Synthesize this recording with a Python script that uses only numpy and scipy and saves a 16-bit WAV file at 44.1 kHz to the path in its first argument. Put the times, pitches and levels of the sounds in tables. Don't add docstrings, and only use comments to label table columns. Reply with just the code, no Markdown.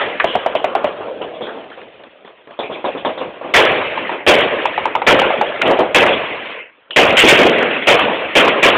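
import sys
import numpy as np
from scipy import signal
from scipy.io import wavfile
from scipy.ndimage import uniform_filter1d

SR = 44100
rng = np.random.default_rng(int(sys.argv[2]) if len(sys.argv) > 2 else 0)


def dump_mix(stems):
    frames = np.atleast_2d(stems).T
    limited = np.clip(frames, -1, 1)
    pcm = np.round(limited * 32767).astype(np.int16)
    wavfile.write(sys.argv[1], SR, pcm)


def level_to_linear(level):
    exponent = np.asarray(level, float) / 20
    return 10 ** exponent


N = 386757

# start_s, report_db, report_pitch_hz, bullet_crack_db
RIFLE_SHOTS = [(.199, -6, 1150, -12), (.243, 1.5, 640, -8), (.353, 0, 690, -10), (.4615, -1, 680, -13),
               (.552, -1.5, 640, -11), (.643, .5, 670, -9), (.7518, .5, 730, -12), (.8438, .5, 630, -10),
               (3.975, -9, 930, -11), (4.093, -10, 900, -20), (4.655, -2.5, 900, -7),
               (4.778, -3.8, 820, -11), (4.855, -2, 900, -10), (4.952, -.5, 900, -8), (5.018, -5, 830, -10),
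               (5.19, -4, 1260, -11), (5.217, -2, 830, -14), (5.304, -1.8, 760, -12), (5.412, .5, 825, -8)]
# start_s, report_db, report_pitch_hz, crack_db, echo_t60_s
FAR_SHOTS = [(1.009, -15.5, 506, -28, 0.13), (1.06, -20.5, 520, -47, 0.38), (1.213, -13, 500, -26, 0.15),
             (1.409, -16.5, 470, -27, 0.4), (1.469, -21.5, 504, -16, 0.44), (1.544, -23.5, 480, -48, 0.56),
             (1.571, -23.5, 530, -36, 0.48), (1.701, -30, 570, -24.5, 0.17), (1.775, -26.5, 514, -29, 0.23),
             (1.815, -31, 398, -25.5, 0.25), (1.998, -30, 523, -40, 0.13), (2.036, -33.5, 550, -27, 0.17),
             (2.248, -28, 425, -30, 0.11), (2.276, -28.5, 594, -28, .22), (2.473, -30.5, 413, -31, 0.3),
             (2.508, -25.5, 635, -26, 0.074)]
# start_s, report_db, report_pitch_hz, crack_db, echo_t60_s
MIDDLE_SHOTS = [(2.59, -11, 555, -26, 0.24), (2.63, -26, 563, -25, 0.73), (2.699, -14.5, 486, -31, 0.23),
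                (2.76, -20, 494, -26.5, .2), (2.843, -6.5, 565, -19.5, 0.21), (2.95, -14, 430, -25, 0.22),
                (3.049, -6, 596, -10, 0.28), (3.177, -15, 546, -22, .17), (3.213, -12, 515, -35, 0.3),
                (3.413, -16, 587, -37, 0.19), (3.447, -15.5, 513, -37, 0.23),
                (3.491, -17.5, 564, -44, 0.19)]
# start_s, crack_db, crack_pitch_hz, street_echo_db, echo_brightness_db
BLASTS = [(3.538, 1.5, 2280, -10, 1), (4.265, -0.5, 2620, -10, 0), (5.066, 3.5, 2105, -11, -0.2),
          (5.652, -30, 2000, -18.5, -1.5), (5.946, 4, 2475, -11, 0.65), (6.961, 4.5, 2160, -10, 0),
          (7.168, -1, 2780, -14, 6.5), (7.27, -4, 3020, -9, 2.5), (7.871, 0.2, 2810, -10.5, 0.7),
          (8.353, 0.5, 2510, -10.5, 0.5), (8.628, 1.5, 2124, -10, 0.3)]
# start_s, street_echo_db, echo_brightness_db
EARLIER_BLAST = (-0.18, -16, .5)
# start_s, report_db, report_pitch_hz, near_echo_db (re report), echo_t60_s
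THUDS = [(3.6616, -7.5, 1277, -13.5, 0.083), (5.615, -7, 1401, -14, .06), (5.697, -1.5, 532, -6, .3),
         (5.79, -1, 580, -5, 0.27), (6.02, -1.5, 562, -14.5, 0.46), (6.9, -33, 537, -5, 0.6),
         (7.238, 9.5, 375, -13.5, 0.16), (7.326, 4.5, 372, -22, 0.44), (7.579, -9, 400, -4.5, 1),
         (7.992, -5.5, 1200, -9.5, 0.14), (8.073, -10.5, 573, -4.5, 0.44), (8.478, -3, 1022, -9, 0.093),
         (3.99, -26, 360, 1.5, 0.63), (4.11, -24, 560, 6, 0.37), (7.39, -3, 400, -4, 0.72),
         (6.06, -10, 630, -0.5, .2), (4.9, -27, 640, -4.5, 0.5), (8.44, -9, 560, -7, 0.16),
         (5.625, -19, 480, 6.5, .6), (.002, -24, 940, 6, 0.38), (7.45, -9, 400, -2.5, 0.56),
         (3.56, -7.5, 700, -2.5, .3)]
# delay_s, level_db
WALL_RETURNS = [(.007, -8.5), (0.015, -17.5), (.02, -31), (.031, -18)]
# start_s, level_db, brightest_hz, ring_t60_s
STRAY_BULLETS = [
    (6.9075, -10, 2900, .035),
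    (7.582, -3, 2450, .06),
    (.199, -1.5, 1880, .13),
    (5.618, 3.5, 2300, .06),
    (.279, -20, 1000, .2),
]
# start_s, level_db, brightest_hz, ring_t60_s
RAILING_RINGS = [(.003, -9.5, 1860, 0.34), (.004, -13.5, 3250, 0.21), (6.906, -15.5, 2950, 0.28),
                 (.27, -13, 3050, .6), (.55, -18, 3030, .4), (1.215, -17.5, 2850, .14),
                 (1.415, -21, 3360, .36), (1.48, -17, 1470, .2), (1.714, -22.5, 1500, .14),
                 (2.039, -46, 3360, .2), (2.25, -36, 3400, .2), (2.588, -14.5, 3480, .19),
                 (2.63, -20.5, 2400, .35), (2.72, -22, 3380, .24), (2.845, -17, 3500, .14),
                 (2.975, -21.5, 3320, .2), (3.05, -13, 3400, .12), (3.176, -19.5, 3500, .17),
                 (3.199, -28, 2700, .25), (5.192, -9.5, 2340, .36), (7.6, -9, 1550, .7),
                 (.8, -12.5, 910, .4), (1.011, -22.5, 1100, 0.36), (7.194, 3.5, 2920, 0.24),
                 (7.29, -3, 2920, 0.16), (4.2, -20, 752.4, .2), (3.97, -17, 2680, 0.12),
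                 (2.74, -20.5, 2400, 0.26), (2.87, -26, 2450, 0.45), (5.63, -12.5, 2500, 0.28)]

# frequency_hz, density_db (per Hz)
LOW_ROLL = [(15, -76.5), (40, -17), (160, -16.5), (230, -8.5), (560, 0.5), (800, -7), (1100, -23),
            (2000, -93.5)]
MIDDLE_RATTLE = [(400, -41.5), (750, -5), (1000, 5.5), (1300, 2.5), (1700, -1.5), (2300, -36.5),
                 (4000, -96.5)]
HIGH_WASH = [(700, -50.5), (1500, -6), (1900, -2), (2500, 0.5), (3300, 0), (4000, -15), (5000, -3.5),
             (6000, -100)]
HOLLOW_LANE = [(200, -61.5), (400, -13), (500, 0), (620, -1.5), (750, -18), (1200, -57.5)]
WINDOW_HISS = [(900, -54), (1500, -5.5), (1900, -.5), (2600, -0.5), (3100, -10.5), (3700, -49.5)]

# rise_s, first_returns_db, tail_db, tail_t60_s, distant_houses_db
RIFLE_STREET = [(0.0069, -22.5, -33.5, 1, -39), (0.0083, -33, -29, .7, -51.5),
                (0.0064, -30.5, -38.5, 0.76, -55.5), (0.027, -32, -26.5, 0.55, -38.5),
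                (0.011, -38.5, -45, 0.52, -60.5)]
FAR_STREET = [(0.013, -17, -25, 0.76, -31.5), (.015, -21, -13.5, 0.18, -43),
              (.015, -22.5, -25, 0.51, -35.5), (0.042, -19, -21.5, .5, -43),
              (0.029, -28.5, -36.5, 0.27, -51)]
MIDDLE_STREET = [(0.016, -21, -16.5, 0.63, -39.5), (0.017, -21, -28.5, 0.34, -45),
                 (0.018, -27, -23, .5, -45.5), (.03, -20.5, -21, .4, -41), (0.018, -31, -31, .5, -44)]
BLAST_STREET = [(0.0095, -1.5, 0.36, 1.3, -39.5), (0.017, 1.5, -5.5, 1.3, -27), (0.012, 4, -8.5, 1.55, -26),
                (0.015, -6.5, -4.5, 1.37, -31.5), (0.0096, 1.5, -10, 1.92, -22)]
FLOOR_DB = (-57.5, -57.5, -59.5, -66, -59.5)
STREET_END_S = (0.68, 0.64, .62, 0.67, 0.68)
BRIGHT_TILT = (-1, 0, 1, -1, 1)

# frequency_hz, gain_db
PHONE_BAND = [(0, 0), (3400, 1.5), (3700, 0), (4000, -4), (4300, -18), (4550, -40), (4800, -100)]


def reports():
    rifle = [(s, db, hz, -14, 0.12) for s, db, hz, _ in RIFLE_SHOTS]
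    distant = [(s, db, hz, -7.5, t60) for s, db, hz, _, t60 in FAR_SHOTS + MIDDLE_SHOTS]
    dulling = 1.5
    blasts = [(s, db + 2.5 - dulling * bright_db, 572, -4, 0.57) for s, _, _, db, bright_db in BLASTS]
    return rifle + distant + THUDS + blasts


def shots():
    report_s, echo_width_hz = .0046, 560
    out, t = np.zeros(N), np.arange(SR // 2) / SR
    for s, db, hz, near_db, t60 in reports():
        turns = hz * (t + 0.227 * 0.00164 * (1 - np.exp(-t / 0.00034)))
        modes = np.sin(2 * np.pi * turns)
        modes += 0.2 * np.sin(2 * np.pi * 1.3 * turns)
        modes += 0.29 * np.sin(2 * np.pi * 0.66 * turns)
        ring = modes * (1 - np.exp(-t / .0005)) * np.exp(-(t / report_s) ** 2)
        report = ring.copy()
        for delay, wall_db in WALL_RETURNS:
            flip = rng.choice([-1, 1])
            add(report, delay * rng.uniform(0.73, 1.2), flip * level_to_linear(wall_db) * ring)
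        near = ringing_noise(hz, echo_width_hz, len(t))
        near *= (1 - np.exp(-t / 0.0054)) * level_to_linear(near_db - 60 * t / max(t60, .03))
        add(out, s, level_to_linear(db) * (report + near))
    return out


def bullets():
    rifle = [(s, db, 2280, 0.062) for s, _, _, db in RIFLE_SHOTS]
    distant = [(s, db, 1700, 0.034) for s, _, _, db, _ in FAR_SHOTS + MIDDLE_SHOTS]
    blasts = [(s, db, hz, 0.12) for s, db, hz, *_ in BLASTS]
    return rifle + STRAY_BULLETS + distant + blasts


def cracks():
    tick_t60, snap_t60 = 0.0043, .025
    out, t = np.zeros(N), np.arange(SR // 2) / SR
    for s, db, hz, t60 in bullets():
        tick = 2.9 * np.sin(2 * np.pi * hz * t) * level_to_linear(-60 * t / tick_t60)
        snap = ringing_noise(1900, 3300, len(t)) * level_to_linear(-2.5 - 60 * t / snap_t60)
        bounce = ringing_noise(hz, 710, len(t)) * level_to_linear(-3.5 - 60 * t / max(t60, .03))
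        onset = 1 - np.exp(-t / .0009)
        add(out, s, level_to_linear(db - 7) * (tick + snap + bounce) * onset)
    return out


def shutters():
    pitch_hz, width_hz, buzz_t60, rise_s = 1016, 240, 0.13, 0.0038
    out, t = np.zeros(N), np.arange(SR // 2) / SR
    for table, share_db in ((FAR_SHOTS, -9), (MIDDLE_SHOTS, -8)):
        for s, db, *_ in table:
            buzz = ringing_noise(pitch_hz, width_hz, len(t)) * (1 - np.exp(-t / rise_s))
            add(out, s, level_to_linear(db + share_db - 4.5 - 60 * t / buzz_t60) * buzz)
    return out


def railings():
    width_hz, rise_s = 470, 0.005
    out, t = np.zeros(N), np.arange(SR // 2) / SR
    for s, db, hz, t60 in RAILING_RINGS:
        ring = ringing_noise(hz, width_hz, len(t)) * (1 - np.exp(-t / rise_s))
        add(out, s, level_to_linear(db - 10 - 60 * t / max(t60, .03)) * ring)
    return out


def roar():
    t, out = np.arange(0, N / SR, .001), 0
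    blasts = [EARLIER_BLAST] + [(s, db, bright_db) for s, _, _, db, bright_db in BLASTS]
    gunfire = ((RIFLE_SHOTS, RIFLE_STREET), (FAR_SHOTS, FAR_STREET), (MIDDLE_SHOTS, MIDDLE_STREET))
    for k, colour in enumerate((LOW_ROLL, MIDDLE_RATTLE, HIGH_WASH, HOLLOW_LANE, WINDOW_HISS)):
        guns = [(s, db + BRIGHT_TILT[k] * bright_db, BLAST_STREET[k]) for s, db, bright_db in blasts]
        for table, street in gunfire:
            guns += [(s, db, street[k]) for s, db, *_ in table]
        power = level_to_linear(FLOOR_DB[k]) ** 2 + sum(street_answer(t, *gun, STREET_END_S[k]) for gun in guns)
        level = np.interp(np.arange(N) / SR, t, np.sqrt(power))
        out = out + level * echo_noise(colour, patchy_db=3.0, lumpy_db=1.5)
    return out


def street_answer(t, s, db, shape, end_s):
    first_t60, slap_s, slap_db, end_fall_s = 0.31, .115, -8.5, 0.018
    rise, first_db, tail_db, t60, houses_db = shape
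    since = np.maximum(t - s, 0)
    late = np.maximum(since - slap_s, 0)
    first = level_to_linear(first_db - 60 * since / first_t60)
    slap = (1 - np.exp(-late / rise)) * level_to_linear(first_db + slap_db - 60 * late / first_t60)
    tail = level_to_linear(tail_db - 60 * since / t60)
    rolling = first ** 2 + slap ** 2 + tail ** 2 + level_to_linear(houses_db) ** 2
    end = 1 / (1 + np.exp(np.minimum((since - end_s) / end_fall_s, 50)))
    return level_to_linear(db) ** 2 * (1 - np.exp(-since / rise)) ** 2 * rolling * end


def echo_noise(spectrum, patchy_db, lumpy_db):
    frames, hz = N // 128 + 5, np.fft.rfftfreq(512, 1 / SR)
    real, imag, patches = rng.standard_normal((frames, 257, 3)).T
    patches = uniform_filter1d(patches, size=3, axis=0)
    patches = evened(uniform_filter1d(patches, size=10, axis=1))
    lumps = evened(uniform_filter1d(rng.standard_normal(frames), size=3))
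    f, db = np.transpose(spectrum)
    colour_db = np.interp(np.log(hz + 1), np.log(f), db, right=-120)
    level_db = colour_db[:, None] + patchy_db * patches + lumpy_db * lumps
    grains = (real + 1j * imag) * level_to_linear(level_db)
    return evened(signal.istft(grains, nperseg=512, noverlap=384)[1][:N])


def ringing_noise(hz, width_hz, length):
    edges = [max(hz - width_hz / 2, 0.56 * hz), hz + width_hz / 2]
    band = signal.butter(2, edges, "band", fs=SR, output="sos")
    return evened(signal.sosfilt(band, rng.standard_normal(length)))


def evened(x):
    return x / np.sqrt(np.mean(x ** 2) + 1e-20)


def add(mix, s, sound):
    part = mix[round(s * SR):][:len(sound)]
    part += sound[:len(part)]


def scene():
    return (shots() + cracks() + shutters() + railings() + roar())[None]


def roll_off(x):
    return signal.sosfilt(signal.butter(12, 16510, fs=SR, output="sos"), x)


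def record(dry):
    ceiling = .72
    hz, db = np.transpose(PHONE_BAND + [(SR / 2, -120)])
    edge = signal.firwin2(801, hz, level_to_linear(db), window=("kaiser", 10), fs=SR)
    narrow = signal.oaconvolve(dry, edge[None], "same")
    narrow = signal.sosfilt(signal.butter(2, 62, "high", fs=SR, output="sos"), narrow)
    return roll_off(np.clip(narrow, -ceiling, ceiling))


dry = scene()
out = record(dry)
dump_mix(out)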